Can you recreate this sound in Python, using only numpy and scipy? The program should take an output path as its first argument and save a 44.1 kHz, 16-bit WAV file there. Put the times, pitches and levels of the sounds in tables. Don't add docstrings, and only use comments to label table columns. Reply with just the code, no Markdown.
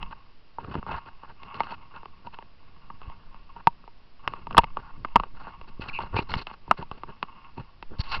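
import sys
import numpy as np
from scipy import signal
from scipy.fft import rfft, irfft
from scipy.io import wavfile
from scipy.ndimage import uniform_filter1d

SR = 44100
rng = np.random.default_rng(int(sys.argv[2]) if len(sys.argv) > 2 else 0)


def unload_audio(sound):
    columns = np.transpose(np.atleast_2d(sound))
    steps = np.round(np.clip(columns, -1, 1) * 32767)
    wavfile.write(sys.argv[1], SR, steps.astype(np.int16))


N = 361617
T = np.arange(N) / SR

# (frequency [Hz], relative density [dB])
HISS_COLOUR = [(35, -38), (60, -2.5), (537, -15), (947, -14), (2220, -20.5), (2680, -17), (3490, -23),
               (5000, -21.5), (5490, -29.5), (7140, -54), (12100, -120)]
# (time [s], creep of the grip in the shell [dB RMS], sway [dB RMS])
GRIP_LEVELS = [(0.0, -41, -27), (0.27, -71.5, -53), (0.62, -74, -49), (0.84, -45.5, -44), (1.3, -62.5, -53),
               (1.6, -43.5, -51), (1.74, -57.5, -50.5), (2.24, -58.5, -49), (2.56, -65.5, -52),
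               (3.08, -53, -42.5), (3.299, -57.5, -44.5), (4.159, -71.5, -50.5), (4.27, -52, -46),
               (4.59, -52.5, -34), (4.82, -57.5, -39), (5.75, -54.5, -41), (6.37, -50, -37),
               (6.48, -63, -49), (6.9, -57.5, -41.5), (7.35, -54, -52.5), (7.86, -68, -43.5),
               (8.2, -46, -34)]
# (frequency [Hz], level against the others of its part [dB], free t60 [s])
CASE_MODES = [(182, -2, 0.033), (404, -6.5, 0.026), (473, 5.5, 0.0089), (700, -46, 0.054), (940, 7, 0.051),
              (1090, 19.5, 0.015), (1415, 11, 0.026), (1530, 3.5, .02), (2185, 12, 0.019),
              (2650, 13, 0.021), (2781, 15, 0.017), (3000, -17.5, 0.011), (4203, 2, 0.0096),
              (4434, -1.5, 0.013), (4800, -19.5, 0.042)]
# (body, shell, lid [Hz])
PART_TOPS_HZ = (700, 1800, 3500)
# (centre time [s], level before a fixed trim [dB], width setting [ms], direction [+1 or -1])
LOW_THUMPS = [(0.685, -28, 1.2, 1), (0.699, -34, 3.8, 1), (0.755, -18, 0.63, 1), (3.081, -27, 4, 1),
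              (3.672, -12, 0.53, 1), (4.277, -29.5, 1.6, -1), (4.589, -13.5, 2.6, -1), (4.601, -27, 5.4, 1),
              (4.638, -29, 1.5, -1), (5.159, -8, 0.45, 1), (5.176, -33, 3.1, -1), (5.189, -28, 4.2, 1),
              (5.206, -26, 7.3, -1), (5.797, -23.5, 0.92, 1), (6.043, -32, 3.5, -1), (6.127, -25, 11, -1),
              (6.193, -20, 1.1, -1), (6.297, -30, 2.2, -1), (6.314, -32, 2.4, -1), (6.366, -18.5, 1.83, -1),
              (6.694, -30, 2.4, 1), (6.823, -30, 0.87, 1), (6.917, -29.5, 1.3, 1), (7.607, -33, 6, 1),
              (7.919, -29.5, 0.84, -1), (7.998, -14, 2.73, -1), (8.19, -27, 3.4, 1)]
# (time [s], length [ms], shell [dB], body against shell [dB], port against shell [dB])
SKIN_SCRAPES = [(0.108, 26, -39.5, -32, -26), (0.586, 136, -43, 1, -27.5), (0.713, 42, -42.5, 1, -18),
                (0.761, 37, -41, 8.5, -22), (0.87, 94, -38, -5.5, -31), (0.908, 85, -36.5, -23, -27),
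                (1.052, 38, -44, -4, -23), (1.23, 98, -46.5, -7, -26), (1.421, 50, -50, -2, -21),
                (1.541, 81, -39, -6, -23), (1.62, 133, -40, -12.5, -23), (1.94, 46, -43.5, -10, -28),
                (2.247, 31, -47.5, -3.5, -27), (2.327, 28, -46, -12, -20), (3.004, 104, -55, -3, -21),
                (3.2, 84, -58.5, -6, -23), (3.556, 56, -46, -7, -32), (4.228, 63, -49, -8, -47),
                (4.289, 120, -52, 0, -20), (4.513, 71, -48.5, 5.5, -24), (4.6, 40, -42, -15, -22),
                (4.766, 40, -39, -6, -33), (4.81, 106, -49, -12, -30), (5.176, 95, -50, 1, -39),
                (5.347, 170, -44, -11.5, -25), (5.676, 22, -48, -2.5, -12), (5.809, 28, -34.5, -4.5, -14.5),
                (5.838, 56, -39.5, -16, -24), (5.885, 15, -42, -1.5, -8.5), (5.903, 21, -38.5, -19, -27),
                (5.926, 52, -44, -9, -7.5), (5.991, 49.5, -35, -4.5, -27), (6.041, 37, -41.5, -4.5, -25),
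                (6.131, 40, -36.5, 5.5, -26), (6.159, 49.5, -34, -4.5, -17), (6.209, 21, -41.5, 1, -18),
                (6.291, 68, -41, 2, -7.5), (6.369, 60, -38, -5, -10.5), (6.467, 83, -43.5, -17, -20),
                (6.677, 67, -47.5, 5, -23), (6.772, 16, -41, -21.5, -20), (6.789, 18, -41, 9.5, -23),
                (6.812, 23.6, -37.5, -5, -21), (6.918, 70, -51, -1, -18.5), (7.074, 40, -43.5, -0.5, -31),
                (7.574, 41, -45, 5, -21.5), (7.904, 51, -51.5, 8.5, -33), (7.988, 28, -42, -4, -3.5),
                (8.036, 83, -44.5, -14, -5.5), (8.115, 43, -29, -17, -9.5), (8.162, 20, -41, 3.5, -5.5)]
# (time [s], length [ms], start pitch [Hz], end pitch [Hz], level [dB RMS])
FINGER_SQUEAKS = [(5.885, 18.6, 2760, 2270, -37.5), (5.927, 67, 2710, 2500, -37),
                  (6.162, 44, 2420, 2650, -33.5)]
# (time [s], shell peak [dB], favoured shell pitch [Hz], lid peak against shell [dB], slip [ms])
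CASE_SNAPS = [(0.0281, -27.5, 940, 1.5, 0.33), (0.1092, -38, 910, -9, 1.4), (0.584, -21.5, 940, -35, 0.91),
              (0.6445, -32.5, 1100, -11.5, 1.8), (0.7421, -27, 1140, -8.5, 0.98),
              (0.7528, -20.5, 1090, -15, 0.65), (0.828, -27, 1120, -21, 0.75),
              (0.8635, -25.5, 1010, -21, 2), (0.89, -26.5, 930, -19, 1.64), (0.9164, -27.5, 875, -5, 0.5),
              (1.0592, -40, 980, -6, 1.75), (1.2326, -33.5, 970, -17, 1.8), (1.4324, -39, 960, 5, 0.6),
              (1.5432, -34, 1110, 0.5, 0.84), (1.596, -29.5, 1010, -5, 2.5), (1.603, -10, 963, -11.5, 2.07),
              (1.634, -30.5, 990, -2, 0.69), (1.703, -36, 940, -2.5, 5.2), (1.7212, -27.5, 990, -11, 1.4),
              (1.9607, -40, 1140, 0, 1.7), (2.0308, -34.5, 1090, -17, 1.2),
              (2.056, -30.5, 1060, -9.5, 0.89), (2.2678, -31, 890, -9.5, 2.64),
              (2.3433, -38, 1370, -0.5, 0.46), (2.3869, -30.5, 930, -7.5, 0.93),
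              (2.424, -35.5, 1140, -11, 0.87), (2.8987, -30, 1010, -18, 3.7),
              (3.0144, -35.5, 1090, -9, 2.3), (3.0992, -36, 1090, -9, 0.24),
              (3.3444, -36.5, 1150, -13, 0.73), (3.5606, -34, 940, -15, 3.04),
              (3.671, -0.5, 956, -14.5, 0.74), (3.8395, -41, 1080, -21, 0.98), (3.8763, -36, 950, -14, 1.5),
              (4.2764, -12, 1160, -2, 0.16), (4.336, -23, 1165, -14, 0.62), (4.4689, -25, 960, -13, 1.15),
              (4.5074, -24, 960, -12.5, 2.1), (4.527, -36.5, 1000, 0.5, 0.8),
              (4.547, -17, 1090, -21.5, 0.45), (4.569, -13, 940, -4.5, 0.46),
              (4.5784, 15.5, 1110, -21, 1.07), (4.5879, -6.5, 1005, -6.5, 1.08),
              (4.6348, -21.5, 970, -14, 1.08), (4.6404, -20.5, 1020, -4, 1.2),
              (4.7701, -15.5, 1000, -18.5, 0.874), (5.0472, -17.5, 1040, -13.5, 1.1),
              (5.0852, -46, 970, 1, 0.5), (5.1574, -4, 876, -8, 0.93), (5.1588, -2, 1080, -19.5, 2.9),
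              (5.1645, -9.5, 1035, -21.5, 1.06), (5.197, -13.5, 1065, -14, 2.4),
              (5.235, -21.5, 1050, -12.5, 0.85), (5.4697, -27.5, 1000, -20, 0.94),
              (5.613, -35, 980, -5.5, 0.77), (5.8587, -31, 1090, -16, 2.34), (5.9879, -20, 960, -12.5, 1.1),
              (6.0038, -26.5, 1040, -9, 0.85), (6.034, -28.5, 1030, -20, 1.74),
              (6.1655, -17, 885, -4.5, 0.47), (6.1885, -16, 974, -15, 1.1), (6.2957, -30, 950, -8, 0.88),
              (6.3172, -27, 1300, 0, 0.23), (6.339, -15.5, 980, -0.5, 0.67), (6.469, -27, 1000, 1.5, 0.86),
              (6.5125, -30, 1020, -13, 0.67), (6.6773, -35, 930, -23, 1.43),
              (6.7104, -1, 1104, -14.5, 1.58), (6.825, -27, 920, -9.5, 1.38),
              (6.9129, -23.5, 1055, -11.5, 1.42), (7.0338, -23.5, 1070, -13.5, 1.08),
              (7.2273, -15.5, 1090, -5, 1.16), (7.5766, -32, 940, -12.5, 3.2), (7.826, -29, 1045, -1, 0.39)]

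BODY, SHELL, LID, PORT = range(4)
HISS_DB = -61.5
SWAY_TOP_HZ = 14.1
CREEP_LID_DB, PALM_DB, PALM_SWAY_SHARE = -10, -3, 0.37
SCRAPE_LID_DB, LID_PER_PORT_DB = 3.5, 0.58
SNAP_MID_DB, SNAP_BODY_DB, BODY_LOSS_PER_DB, SNAP_PORT_BELOW_LID_DB = -28, -13, 0.26, 11.5
RING_SHARE, RING_POWER = 0.52, 0.43
PREAMP_CLIP, LATE_CLIP = 0.72, 0.69
MIC_TOP_HZ, TOP_HZ, DC_OFFSET = 5550, 16100, 0.0044


def undb(db):
    return 10 ** (np.asarray(db) / 20)


def level(x, db):
    return x * undb(db) / np.sqrt(np.mean(x ** 2))


def add(track, s, sound):
    i = int(s * SR)
    track[i:i + len(sound)] += sound[:N - i]


def lowpass(x, order, hz):
    return signal.sosfilt(signal.butter(order, hz, fs=SR, output="sos"), x)


def walk(rate_hz):
    k = int(SR / rate_hz)
    held = np.repeat(rng.standard_normal(N // k + 1), k)
    return 1.14 * uniform_filter1d(held, k)[:N]


def hiss():
    hz, db = np.transpose(HISS_COLOUR)
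    f = np.arange(N // 2 + 1) * SR / N + 1
    colour = undb(np.interp(np.log(f), np.log(hz), db))
    return level(irfft(rfft(rng.standard_normal(N)) * colour, N), HISS_DB)


def sway():
    s, _, sway_db = np.transpose(GRIP_LEVELS)
    slow = lowpass(rng.standard_normal(N), 2, SWAY_TOP_HZ)
    return level(slow, 0) * undb(np.interp(T, s, sway_db))


def case_modes(hold=1.0):
    hz, db, t60 = np.transpose(CASE_MODES)[:, :, None]
    t = T[:int(0.05 * SR)]
    free = np.exp(-np.log(1000) * t / np.maximum(t60, 0.003))
    decay = free ** (1 / np.clip(hold, 0.15, 2)) + 0.089 * free
    build_up = 1 - np.exp(-(t * hz / 1.1) ** 2)
    rings = undb(db) * np.sin(2 * np.pi * hz * t) * decay * build_up
    return hz[:, 0], rings, np.searchsorted(PART_TOPS_HZ, hz[:, 0])


def favoured(hz, part, near_hz, reach_oct, least=0.069):
    nearness = np.exp(-0.5 * (np.log2(hz / near_hz) / reach_oct) ** 2)
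    return np.where(part == SHELL, least + nearness, 1)


def slips(per_s):
    happens = rng.random(N) < per_s / SR
    size = np.minimum(rng.exponential(size=N), 2.5)
    return happens * rng.choice([-1, 1], N) * size


def palm(gain):
    band = signal.butter(1, (35, 170), "bandpass", fs=SR, output="sos")
    drag = lowpass(signal.sosfilt(band, rng.standard_normal(N)), 2, 260)
    return gain * level(drag * undb(3.3 * walk(25)), -2.5)


def creep(near_hz=1000, reach_oct=0.35, catch_db=4.0, catch_hz=90, swell_db=5.0, swell_hz=14):
    s, shell_db, sway_db = np.transpose(GRIP_LEVELS)
    hz, rings, part = case_modes(hold=2)
    favour = favoured(hz, part, near_hz, reach_oct)
    jerks = slips(per_s=1200) * undb(catch_db * walk(catch_hz) + swell_db * walk(swell_hz))
    palm_db = PALM_DB + shell_db + PALM_SWAY_SHARE * (sway_db - shell_db)
    out = palm(undb(np.interp(T, s, palm_db)))
    for k, db in ((SHELL, shell_db), (LID, shell_db + CREEP_LID_DB)):
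        ring = signal.oaconvolve(jerks, favour[part == k] @ rings[part == k])[:N]
        out += undb(np.interp(T, s, db)) * level(ring, 0)
    return out


def thumps(leak_hz=25):
    out = np.zeros(N)
    for s, db, ms, way in LOW_THUMPS:
        width = ms / 1000
        t = T[:int(6 * ms * SR / 1000)] - 3 * width
        push = np.exp(-0.5 * (t / (0.6 * width)) ** 2)
        add(out, s + t[0], np.sign(way) * undb(db + 1.0) * push)
    return signal.sosfilt(signal.butter(2, leak_hz, "highpass", fs=SR, output="sos"), out)


def scrapes(edge_ms=10.0, catch_db=3.0, catch_hz=80):
    gain = np.zeros((4, N))
    for s, ms, db, body_db, port_db in SKIN_SCRAPES:
        lid_db = SCRAPE_LID_DB + LID_PER_PORT_DB * port_db
        parts_db = db + np.array([[body_db], [0], [lid_db], [port_db]])
        gain[:, int(s * SR):int((s + ms / 1000) * SR)] += undb(parts_db)
    gain = uniform_filter1d(gain, int(edge_ms * SR / 1000), axis=1)
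    _, rings, part = case_modes()
    jerks = slips(per_s=3000)
    bunches_db = catch_db * walk(catch_hz)
    out = palm(gain[BODY])
    for k, trim_db in enumerate((-6.0, -3.5, -4.5, 0.3)):
        ring = signal.oaconvolve(jerks, rings[part == k].sum(axis=0))[:N]
        out += gain[k] * level(ring * undb(bunches_db + 2.8 * walk(70)), trim_db)
    return out


def squeaks(width_hz=500):
    out = np.zeros(N)
    slow = signal.butter(2, width_hz / 2, fs=SR, output="sos")
    for s, ms, from_hz, to_hz, db in FINGER_SQUEAKS:
        n = int(ms * SR / 1000)
        stumble = signal.sosfiltfilt(slow, rng.standard_normal((2, 4096)))[:, :n]
        phase = 2 * np.pi * np.cumsum(np.linspace(from_hz, to_hz, n)) / SR
        tone = (stumble[0] + 1j * stumble[1]) * np.exp(1j * phase)
        add(out, s, level(tone.real * signal.windows.tukey(n, 0.4), db))
    return out


def snap_force(t, slip, rattle=0.51, rattle_ms=3.3):
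    rough = rng.standard_normal(len(t))
    taps = rng.random(len(t)) < 600 / SR
    jolt = int(max(slip - 0.0007, 0) * SR)
    force = rough * (t / slip) * np.exp(1 - 2 * t / slip) / np.sqrt(slip * SR)
    force[jolt] += 1
    rattling = rough * taps * np.exp(-t * 1000 / rattle_ms)
    force[jolt:] += rattle * rattling[:len(t) - jolt]
    return force


def snaps(reach_oct=0.14, scatter_db=4):
    out = np.zeros(N)
    t = T[:int(0.03 * SR)]
    for s, db, near_hz, lid_db, slip_ms in CASE_SNAPS:
        slip = max(slip_ms, 0.2) / 1000
        hz, rings, part = case_modes(RING_SHARE * (slip * 1000) ** RING_POWER)
        force = snap_force(t, slip)
        scatter = undb(scatter_db * rng.standard_normal(len(hz)))
        gains = favoured(hz, part, near_hz, reach_oct) * scatter
        body_db = SNAP_BODY_DB - BODY_LOSS_PER_DB * (db - SNAP_MID_DB)
        for k, part_db in enumerate((body_db, 0, lid_db, lid_db - SNAP_PORT_BELOW_LID_DB)):
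            ring = signal.fftconvolve(force, gains[part == k] @ rings[part == k])
            add(out, s, ring * undb(db + part_db) / np.abs(ring).max())
    return out


def scene():
    return (hiss() + sway() + creep() + thumps() + scrapes() + squeaks() + snaps())[None]


def record(dry):
    narrow = signal.ellip(7, 0.3, 70, MIC_TOP_HZ, fs=SR, output="sos")
    mic = signal.sosfilt(narrow, np.clip(dry, -PREAMP_CLIP, PREAMP_CLIP)) + DC_OFFSET
    top = signal.ellip(8, 0.1, 70, TOP_HZ, fs=SR, output="sos")
    return signal.sosfilt(top, np.clip(mic, -LATE_CLIP, LATE_CLIP))


dry = scene()
out = record(dry)
unload_audio(out)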